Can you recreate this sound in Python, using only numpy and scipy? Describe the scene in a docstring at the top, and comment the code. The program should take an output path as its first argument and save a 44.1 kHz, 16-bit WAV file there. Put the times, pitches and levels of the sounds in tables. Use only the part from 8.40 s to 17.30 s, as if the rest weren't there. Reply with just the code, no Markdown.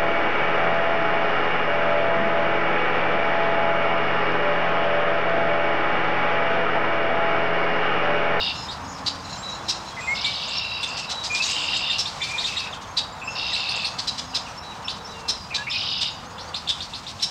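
"""Blackbirds sing in a spring garden among tall bare trees, each voice made by airflow in the syrinx.
A buzzy trill opens over a far chorus and a haze of distant traffic. Soft mewing, whistles and far
engines follow, then the chatter and sharp chips of nearer birds, and small birds' slurs, two-note
calls and flicks. Songs recur, a few whistled notes and then a trill, and the chatter ends in a
fading series. Throughout, trunks and twigs scatter every call into reverberation."""
import sys
import numpy as np
from scipy import signal
from scipy.fft import rfft, irfft, next_fast_len
from scipy.io import wavfile

SR = 44100
rng = np.random.default_rng(int(sys.argv[2]) if len(sys.argv) > 2 else 0)


def digitize_waveform(pressure):
    """Quantize a signal to 16-bit integers and store it at the path in sys.argv[1].

    Rows of a 2-D input are taken as channels; values are limited to [-1, 1].
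    """
    field = np.atleast_2d(pressure).T
    bounded = np.clip(field, -1, 1)
    quanta = np.round(bounded * 32767).astype(np.int16)
    wavfile.write(sys.argv[1], SR, quanta)


N = 392490
TIME = np.arange(N) / SR


def from_db(db):
    """Level is logarithmic: 20 dB is a tenfold amplitude."""
    return 10 ** (np.asarray(db) / 20)


def rms_one(x):
    """Normalisation to unit power."""
    return x / np.sqrt(np.mean(x ** 2) + 1e-20)


def noise(spectrum):
    """Spectral shaping: white noise weighted by a curve of level against frequency; rms 1."""
    size = next_fast_len(N)
    hz, db = np.transpose(spectrum)
    bins = np.maximum(np.fft.rfftfreq(size, 1 / SR), 1)
    gain = from_db(np.interp(np.log(bins), np.log(hz), db, right=-np.inf))
    return rms_one(irfft(rfft(rng.standard_normal(size)) * gain, size)[:N])


def flutter(rate_hz):
    """Random modulation: noise low-passed at the given rate; rms 1."""
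    lowpass = signal.butter(2, rate_hz, fs=SR, output="sos")
    return rms_one(signal.sosfilt(lowpass, rng.standard_normal(N)))


def span(start, length):
    """Time window: the samples of a call and its progress u from 0 to 1."""
    at = np.arange(max(int(start * SR), 0), min(int((start + length) * SR), N))
    return at, np.clip((at / SR - start) / length, 0, 1)


def swell(u, rise, fall):
    """Amplitude envelope: a smooth rise and fall over shares of a call; silent outside 0-1."""
    return np.sin(np.pi / 2 * np.clip(np.minimum(u / rise, (1 - u) / fall), 0, 1)) ** 2


def glide(u, first, middle, last):
    """Parabolic contour through three points."""
    return first + (last - first) * u + (2 * middle - first - last) * 2 * u * (1 - u)


def syrinx(hz, shake, overtone_db=-33):
    """Frequency modulation: a nearly pure tone, its pitch shaken by a share of itself; rms about 1."""
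    phase = 2 * np.pi * np.cumsum(hz * (1 + shake)) / SR
    return np.sqrt(2) * (np.sin(phase) + from_db(overtone_db) * np.sin(2 * phase))


def trills(whip_hz=5600, middle_hz=3700, top_hz=5000, depth=0.1153, sag=0.0308, grain_db=3.5, fade_db=2):
    """Fast pulsing is heard as buzz: each cycle holds a low note, top note, down-whip and middle note."""
    # trills: (start [s], end [s], first rate [pulses/s], last rate [pulses/s], low note [Hz],
    # relative levels of low note [dB], whip [dB], middle note [dB] and top note [dB], rasp [0-1])
    songs = [ (-0.048, 0.118, 55, 66, 2830, -20, -22.5, -22, -29, 0.14),
             (1.746, 2.233, 40, 40.7, 2880, -29, -23.5, -27, -33, 0.56),
             (2.113, 2.669, 53, 66, 2734, -28.5, -34, -41, -33, 0.36),
             (3.049, 3.582, 63.4, 67, 2828, -22.5, -29, -27.5, -29.5, 0.42),
             (4.07, 4.286, 100, 68, 2624, -29, -44, -32.5, -39, 0.57),
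             (4.943, 5.485, 62, 52.5, 2708, -25.5, -23.5, -27.5, -33.5, 0.36),
             (7.309, 7.701, 38.3, 42, 2910, -25, -36, -24, -27, 0.53)]
    out, shakes, stagger = np.zeros(N), [flutter(660) for _ in range(4)], flutter(50)
    grains, stray = [flutter(330) for _ in range(4)], flutter(77)
    for start, end, first, last, low_hz, low_db, whip_db, middle_db, top_db, rasp in songs:
        at, u = span(start, end - start)
        cycle = (end - start) * (first * u + (last - first) * u * u / 2)
        cycle += 0.022 * (1 + 4 * rasp) * stagger[at]   # uneven pulse timing
        # each part's progress, from its onset and length as shares of a cycle
        low, top = (cycle % 1) / 0.68, ((cycle - 0.3) % 1) / 0.85
        whip, middle = ((cycle - 0.55) % 1) / 0.24, ((cycle - 0.72) % 1) / 0.62
        parts = [(low, low_hz * glide(np.minimum(low, 1), 1.07, 0.99, 1.04), low_db),
                 (whip, whip_hz + (middle_hz - whip_hz) * np.minimum(whip, 1), whip_db),
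                 (middle, middle_hz * (1.04 - 0.08 * np.minimum(middle, 1)), middle_db),
                 (top, top_hz * (1.06 - 0.16 * np.minimum(top, 1)), top_db)]
        tension = 1 + sag * (0.5 - u) + 0.012 * stray[at]   # the pitch sinks as the air runs out
        envelope = swell(u, 0.027, 0.037) * from_db(-fade_db * (2 + u))
        for (progress, hz, db), shake, grain in zip(parts, shakes, grains):
            pulses = from_db(db + grain_db * (grain[at] - 0.6)) * swell(progress, 0.42, 0.059)
            tone = syrinx(hz * tension, depth * rasp * shake[at], overtone_db=-53)
            out[at] += envelope * pulses * tone
    return out


def traffic():
    """Many distant vehicles sum to broadband noise: a wavering rush of tyres over a low rumble."""
    # tyre rush and low rumble: (frequency [Hz], relative spectral density [dB])
    rush_spectrum = [(150, -31.5), (380, -13.5), (480, -6.5), (590, -6), (730, -2), (950, 0.5), (1100, -1),
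                     (1500, -7), (2200, -15), (3500, -21)]
    rumble_spectrum = [(15, -40), (25, -14), (54, -2), (90, 2.5), (140, -0.5), (180, 0), (260, -4.5),
                       (380, -13.5), (700, -43)]
    # slow drift of the traffic: (time [s], rush level [dB], relative rumble level [dB])
    levels = [(0.0, -36, -41.5), (2.35, -37.5, -45.5), (4.71, -37.5, -45.5), (7.86, -40, -45),
              (8.9, -41.5, -45.5)]
    seconds, rush_db, rumble_db = np.transpose(levels)
    rush = noise(rush_spectrum) * from_db(np.interp(TIME, seconds, rush_db) + flutter(4.7))
    rumble = noise(rumble_spectrum) * from_db(np.interp(TIME, seconds, rumble_db) + 0.77)
    return rush + rumble


def background_hiss(level_db=-46, follows=0.83, waver_db=2.5):
    """Incoherent summation: far birds and leaves blur into a high hiss, which swells now and then."""
    # far birds and leaves: (frequency [Hz], relative spectral density [dB])
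    spectrum = [(1500, -11.5), (2200, 1), (3000, 1.5), (4000, 4.5), (5300, 2.5), (7000, -2.5), (8500, -8.5),
                (10000, -23), (14000, -30)]
    # level of the high background hiss, swelling briefly under the whistles and trills:
    # (time [s], relative level [dB])
    levels = [(0.0, -55), (1.93, -50), (2.33, -54), (2.77, -54), (3.05, -37.5), (3.37, -51), (4.07, -40.5),
              (4.26, -52.5), (4.68, -60.5), (5.65, -47.5), (6.22, -56), (7.49, -55.5), (7.91, -58.5),
              (8.9, -47)]
    hiss_db = np.interp(TIME, *np.transpose(levels))
    drift_db = follows * (hiss_db - hiss_db.mean())
    return noise(spectrum) * from_db(level_db + drift_db + waver_db * flutter(17))


def air(level_db=-64.5):
    """Noise floor: the steady hiss of still air and microphone."""
    # hiss: (frequency [Hz], relative spectral density [dB])
    spectrum = [(2000, -5), (10000, -1), (13000, -5), (16000, -9)]
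    return from_db(level_db) * noise(spectrum)


def far_birds(count=230, level_db=-47, low_hz=3000, high_hz=7200):
    """A random point process: faint slurs from all over the wood, at independent times and pitches."""
    out, shake = np.zeros(N), flutter(360)
    for when, length, pitch, slope, faintness in rng.random((count, 5)):
        at, u = span(when * N / SR, 0.025 + 0.066 * length)
        hz = low_hz * (high_hz / low_hz) ** pitch * (1 + 0.34 * (slope - 0.65) * u)
        envelope = from_db(level_db - 20 * faintness) * swell(u, 0.1, 0.57)
        out[at] += envelope * syrinx(hz, 0.0094 * shake[at])
    return out


def mewing(start_s, end_s, level_db, pitch_hz=1330, arch=0.025, notes_per_s=4.8):
    """A harmonic series without its fundamental: soft ragged arches, the third harmonic strongest."""
    out, shake, ragged = np.zeros(N), flutter(380), flutter(34)
    at, u = span(start_s, end_s - start_s)
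    note = (u * (end_s - start_s) * notes_per_s) % 1
    pitch = pitch_hz * glide(note, 1 - arch, 1 + arch, 1 - arch)
    for harmonic, db in [(2, -10), (3, 0), (4, -7), (5, -8)]:
        envelope = from_db(level_db + db + 4 * ragged[at]) * swell(note, 0.4, 0.4)
        out[at] += envelope * syrinx(harmonic * pitch, 0.035 * shake[at])
    return out


def whistles(depth=0.112):
    """Linear frequency sweeps: clear notes, most of them leading into a trill."""
    # whistles: (start [s], length [s], first pitch [Hz], last pitch [Hz], level [dB], rasp [0-1])
    notes = [ (0.109, 0.19, 5270, 5080, -40.5, .2), (1.563, 0.049, 2130, 1920, -33.5, .5),
             (1.6, 0.077, 2467, 2520, -37.5, .35), (1.576, 0.18, 7410, 7520, -48, 0.13),
             (1.666, 0.088, 2080, 2213, -23, 0.11), (1.739, 0.12, 2230, 2280, -45, 0.25),
             (1.74, 0.025, 4970, 5400, -36, .2), (1.852, 0.05, 2285, 2284, -25.5, .02),
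             (2.893, 0.082, 2432, 2420, -24.5, 0.12), (2.998, 0.022, 2545, 2630, -22.5, 0.1),
             (3.021, 0.062, 6230, 6300, -30.5, 0.84), (3.027, 0.27, 7500, 7200, -44.5, 0.7),
             (3.428, 0.096, 3560, 3575, -33, 0.2), (3.794, 0.098, 2300, 2360, -31.5, 0.44),
             (3.887, 0.099, 2385, 2430, -31, 0.23), (4.811, 0.03, 2620, 2500, -36, 0.5),
             (4.832, 0.2, 5080, 5460, -43, 0.3), (4.873, 0.024, 2645, 2670, -27.5, 0.2),
             (6.701, 0.23, 2850, 2620, -50, 0), (6.925, 0.16, 4930, 4850, -45, .15),
             (7.099, 0.065, 2547, 2330, -33, 0.4), (7.171, 0.068, 1640, 1720, -33.5, 0.1),
             (7.203, 0.12, 2720, 2760, -40, 0.06), (7.265, 0.031, 2230, 2440, -28, 0.6),
             (7.296, 0.022, 4970, 5400, -31, .2), (7.325, 0.062, 2470, 2530, -32, 0.5)]
    out, shake = np.zeros(N), flutter(530)
    for start, length, first, last, db, rasp in notes:
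        at, u = span(start, length)
        tone = syrinx(first + (last - first) * u, depth * rasp * shake[at])
        out[at] += from_db(db) * swell(u, 0.25, 0.26) * tone
    return out


def engines(wander=0.0433, climb_hz_per_s=31):
    """Frequency jitter blurs the drones of far engines, which climb in pitch as they swell and fade."""
    # drones: (start [s], length [s], centre pitch [Hz], peak level [dB])
    drones = [(0.201, .9, 275, -45), (1.057, 0.58, 337, -47.5), (3.004, 0.58, 298.4, -50),
              (5.549, 0.61, 254, -46.5), (6.452, 0.69, 463, -47), (7.75, .5, 505, -45)]
    out, shake = np.zeros(N), flutter(38.4)
    for start, length, hz, db in drones:
        at, u = span(start, length)
        pitch = (hz + climb_hz_per_s * length * (u - 0.5)) * (1 + wander * shake[at])
        out[at] += from_db(db) * swell(u, 0.37, 0.42) * np.sin(2 * np.pi * np.cumsum(pitch) / SR)
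    return out


def chatter(rise=0.062, buzz_hz=390, buzz_depth=0.69, lower_db=-14, rasp_s=0.0472, rasp_hz=4450):
    """Amplitude modulation makes a rising note nasal; over a lower voice, it cracks into a rasp."""
    # chatter notes: (start [s], length [s], pitch [Hz], level [dB])
    notes = [ (0.278, .036, 3720, -33.5), (1.842, .016, 3636, -20.5), (3.288, .036, 3950, -36),
             (3.335, 0.02, 3684, -25.5), (3.495, .025, 3620, -24.5), (3.654, 0.015, 3660, -27),
             (3.813, 0.022, 3550, -25.5), (3.977, 0.023, 3680, -24.5), (4.036, 0.03, 3630, -24.5),
             (4.163, 0.027, 3770, -24.5), (5.124, .031, 3915, -25), (5.287, 0.012, 4280, -25.5),
             (5.443, 0.015, 4290, -24), (6.48, 0.0085, 3440, -23.5), (7.303, .026, 3580, -30.5),
             (7.979, 0.013, 3520, -38)]
    # a clipped note lifts the lower voice: (note length [s], lower voice pitch [Hz])
    lower_voice = [(.013, 2863), (.019, 2043)]
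    fading_series = [(8.142 + k * 0.1305, 0.01, 3600, -25 - 2.05 * k) for k in range(6)]
    out, shake, whim = np.zeros(N), flutter(1070), flutter(4)
    nasal = 1 + buzz_depth * np.sin(2 * np.pi * buzz_hz * TIME)
    lengths, lower_pitches = np.transpose(lower_voice)
    for start, length, hz, db in notes + fading_series:
        at, u = span(start, length)
        harsh = np.interp(length, lengths, [0.052, 0.011])   # clipped notes are harsher
        pitch = hz * (1 + rise * (1 + 0.53 * whim[at]) * (u - 0.5))
        note = nasal[at] * syrinx(pitch, harsh * shake[at], overtone_db=-19)
        out[at] += from_db(db) * swell(u, 0.35, 0.19) * note

        at, u = span(start - 0.008, 0.0356)
        lower_hz = np.interp(length, lengths, lower_pitches)
        lower = syrinx(lower_hz * glide(u, 1.0, 0.91, 0.776), 0.068 * shake[at])
        out[at] += from_db(db + lower_db) * swell(u, 0.15, 0.76) * lower

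        at, u = span(start + 0.8 * length, rasp_s)
        rasp_db = -29.5 + 0.61 * (db + 24.5)   # follows the note's level in part
        rasp = syrinx(glide(u, hz * 1.12, rasp_hz, rasp_hz), 0.137 * shake[at], overtone_db=-25)
        out[at] += from_db(rasp_db) * swell(u, 0.094, 0.72) * rasp
    return out


def runs(depth=0.018, uneven_db=5):
    """Periodic repetition: small birds each sing one soft slur at an even pace."""
    # runs of slurs: (start [s], end [s], period [s], note length [s],
    # first pitch [Hz], middle pitch [Hz], last pitch [Hz], level [dB])
    phrases = [ (0.42, 0.6, 0.025, 0.031, 5870, 5160, 4870, -49.5),
               (0.812, 1.33, 0.14, 0.044, 6900, 5580, 4700, -42),
               (4.325, 4.49, .111, 0.02, 3850, 3400, 2700, -42.5),
               (4.303, 4.47, .11, 0.034, 6900, 6460, 5830, -53),
               (5.931, 6.5, .126, 0.03, 3010, 2680, 2300, -47),
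               (7.914, 8.16, 0.16, .033, 4060, 4700, 4230, -45.5)]
    out, shake = np.zeros(N), flutter(330)
    for start, end, period, length, first, middle, last, db in phrases:
        for onset in np.arange(start, end, period):
            at, u = span(onset, length)
            slur = syrinx(glide(u, first, middle, last), depth * shake[at])
            out[at] += from_db(db + uneven_db * shake[at[0]]) * swell(u, 0.2, 0.26) * slur
    return out


def chips(full_effort_db=-19, depth=0.14, grain_db=8, edge_fade_db=8):
    """Biphonation: both sides of the syrinx sound at once in a short harsh arch, with a puff of hiss."""
    # chips: (start [s], length [s], then nominal values of the two voices:
    # lower pitch [Hz], upper pitch [Hz], lower level [dB], upper level [dB])
    calls = [ (0.658, 0.0346, 4050, 4820, -23.5, -21.5), (1.278, 0.041, 3980, 5490, -22.5, -22.5),
             (2.425, 0.028, 3650, 5340, -22, -44), (2.561, 0.049, 4400, 5200, -41, -33),
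             (2.685, 0.05, 4210, 5400, -31, -33.5), (2.826, 0.05, 4300, 5100, -41, -27),
             (2.935, 0.06, 3830, 5030, -32, -30), (3.012, .043, 4000, 4800, -26.5, -27.5),
             (3.577, 0.046, 4050, 5410, -26, -22), (4.563, 0.0387, 3940, 4800, -20.5, -22),
             (5.581, 0.029, 4310, 5090, -26.5, -28), (5.668, 0.034, 4070, 5200, -22, -24),
             (5.773, .0323, 4030, 5120, -36, -31), (5.939, 0.041, 4030, 5300, -23.5, -23),
             (6.877, .039, 4170, 5480, -22, -21), (7.139, 0.037, 3980, 4950, -22.5, -28),
             (7.605, 0.034, 3620, 5020, -24.5, -24.5), (8.284, 0.032, 3740, 5180, -18.5, -30),
             (8.819, 0.032, 4080, 5550, -23, -19.5)]
    # a chip's hiss and its bright edge: (frequency [Hz], relative spectral density [dB])
    hiss_spectrum = [(1000, -7), (2200, -2.5), (3500, 7), (6000, 0), (8000, -5), (10000, -30), (14000, -40)]
    edge_spectrum = [(5000, -30), (8000, 8), (11000, -7), (15500, -13)]
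    out, hiss, edge, grain = np.zeros(N), noise(hiss_spectrum), noise(edge_spectrum), flutter(640)
    left, right = flutter(860), flutter(850)
    for start, length, low_hz, high_hz, low_db, high_db in calls:
        at, u = span(start, length)
        effort_db = max(low_db, high_db) - full_effort_db
        rasp = np.interp(effort_db, [-12.5, 0], [0.713, 0.35])   # weaker chips are rougher
        hiss_db = -30.5 + 0.15 * effort_db   # and keep more of their hiss
        edge_db = -44.5 + effort_db + 20 * (high_hz - 5360) / 1300   # brighter when pushed higher
        arch = glide(u, 0.84, 0.98, 0.82)
        harsh = depth * rasp * glide(u, 1.58, 0.83, 1.09)   # roughest as the voice starts and stops
        lower = from_db(low_db) * syrinx(low_hz * np.sqrt(arch), harsh * left[at])
        upper = from_db(high_db) * syrinx(high_hz * arch, harsh * right[at])
        voices = (lower + upper) * from_db(grain_db * rasp * (grain[at] - 1))
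        puff = from_db(hiss_db) * hiss[at] + from_db(edge_db + edge_fade_db * (0.5 - u)) * edge[at]
        out[at] += swell(u, 0.35, 0.21) * (voices + puff)
    return out


def pip_calls(pip_hz=5390, pip_s=0.025, whistle_hz=3905, lag_s=0.04, sag=0.0204, fade_db=2.5):
    """A falling interval: a high pip, then a whistle about a fourth lower that sags and fades."""
    # two-note calls: (start [s], pip level [dB], whistle length [s], whistle level [dB])
    calls = [(0.976, -52, .15, -34), (2.166, -28.5, 0.24, -33.5), (2.618, -43, 0.24, -34),
             (6.174, -38, 0.16, -40.5), (6.444, -36.5, 0.096, -45), (6.644, -39, 0.069, -41.5)]
    out, shake = np.zeros(N), 0.0099 * flutter(460)
    for start, pip_db, length, whistle_db in calls:
        at, u = span(start, pip_s)
        out[at] += from_db(pip_db) * swell(u, 0.24, 0.23) * syrinx(pip_hz, shake[at], overtone_db=-45)
        at, u = span(start + lag_s, length)
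        whistle = syrinx(whistle_hz * (1 + sag * (0.5 - u)), shake[at], overtone_db=-45)
        out[at] += from_db(whistle_db - fade_db * u) * swell(u, 0.17, 0.39) * whistle
    return out


def flicks(arc_hz=(5980, 7400, 8230), depth=0.013):
    """Time scaling: the same thin upward sweep, sung faster or slower."""
    # flicks: (start [s], length [s], level [dB])
    calls = [(2.075, 0.028, -41), (2.476, 0.026, -42), (2.911, .047, -40), (3.11, .013, -30),
             (3.366, 0.014, -33.5), (5.357, 0.013, -37.5)]
    out, shake = np.zeros(N), flutter(510)
    for start, length, db in calls:
        at, u = span(start, length)
        out[at] += from_db(db) * swell(u, 0.089, 0.42) * syrinx(glide(u, *arc_hz), depth * shake[at])
    return out


def trees(direct, near_db, near_t60, far_db, far_t60):
    """Scattering: nearby twigs smear each call; distant trunks return a long faint tail."""
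    # sound scattered by the trees: (frequency [Hz], relative level [dB])
    spectrum = [(1500, -21), (2500, 4), (4000, 2.5), (6000, 3.5), (9000, 4), (15000, -16)]
    t, scatter = TIME[:SR], noise(spectrum)[:SR]
    echo = 0
    for db, t60 in [(near_db, near_t60), (far_db, far_t60)]:
        build_up = 1 - np.exp(-t / (0.0012 + t60 / 50))
        tail = scatter * from_db(-60 * t / t60) * build_up
        echo = echo + from_db(db) * tail / np.sqrt(np.sum(tail ** 2))
    return direct + signal.fftconvolve(direct, echo)[:N]


def scene():
    """Superposition in mono: near callers are mostly direct sound, far singers more reverberant."""
    near = trees(chips() + chatter(), near_db=-10, near_t60=0.19, far_db=-22, far_t60=0.89)
    singers = trees(trills(), near_db=-8, near_t60=0.1, far_db=-12, far_t60=0.6)
    small_birds = pip_calls() + flicks() + runs()
    small_birds += mewing(0.8, 1.5, level_db=-44) + mewing(0.089, 0.26, level_db=-46.5)
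    small_birds += far_birds() + far_birds(count=60, level_db=-47.5, low_hz=4680, high_hz=7360)
    clear = trees(whistles() + small_birds, near_db=-10, near_t60=0.18, far_db=-18, far_t60=1.0)
    return (near + singers + clear + traffic() + background_hiss() + engines() + air())[None, :]


def record(dry):
    """Band limiting: a steep low-pass filter cuts the treble above 15.8 kHz."""
    return signal.sosfilt(signal.ellip(12, 0.1, 80, 15800, fs=SR, output="sos"), dry)


dry = scene()
out = record(dry)
digitize_waveform(out)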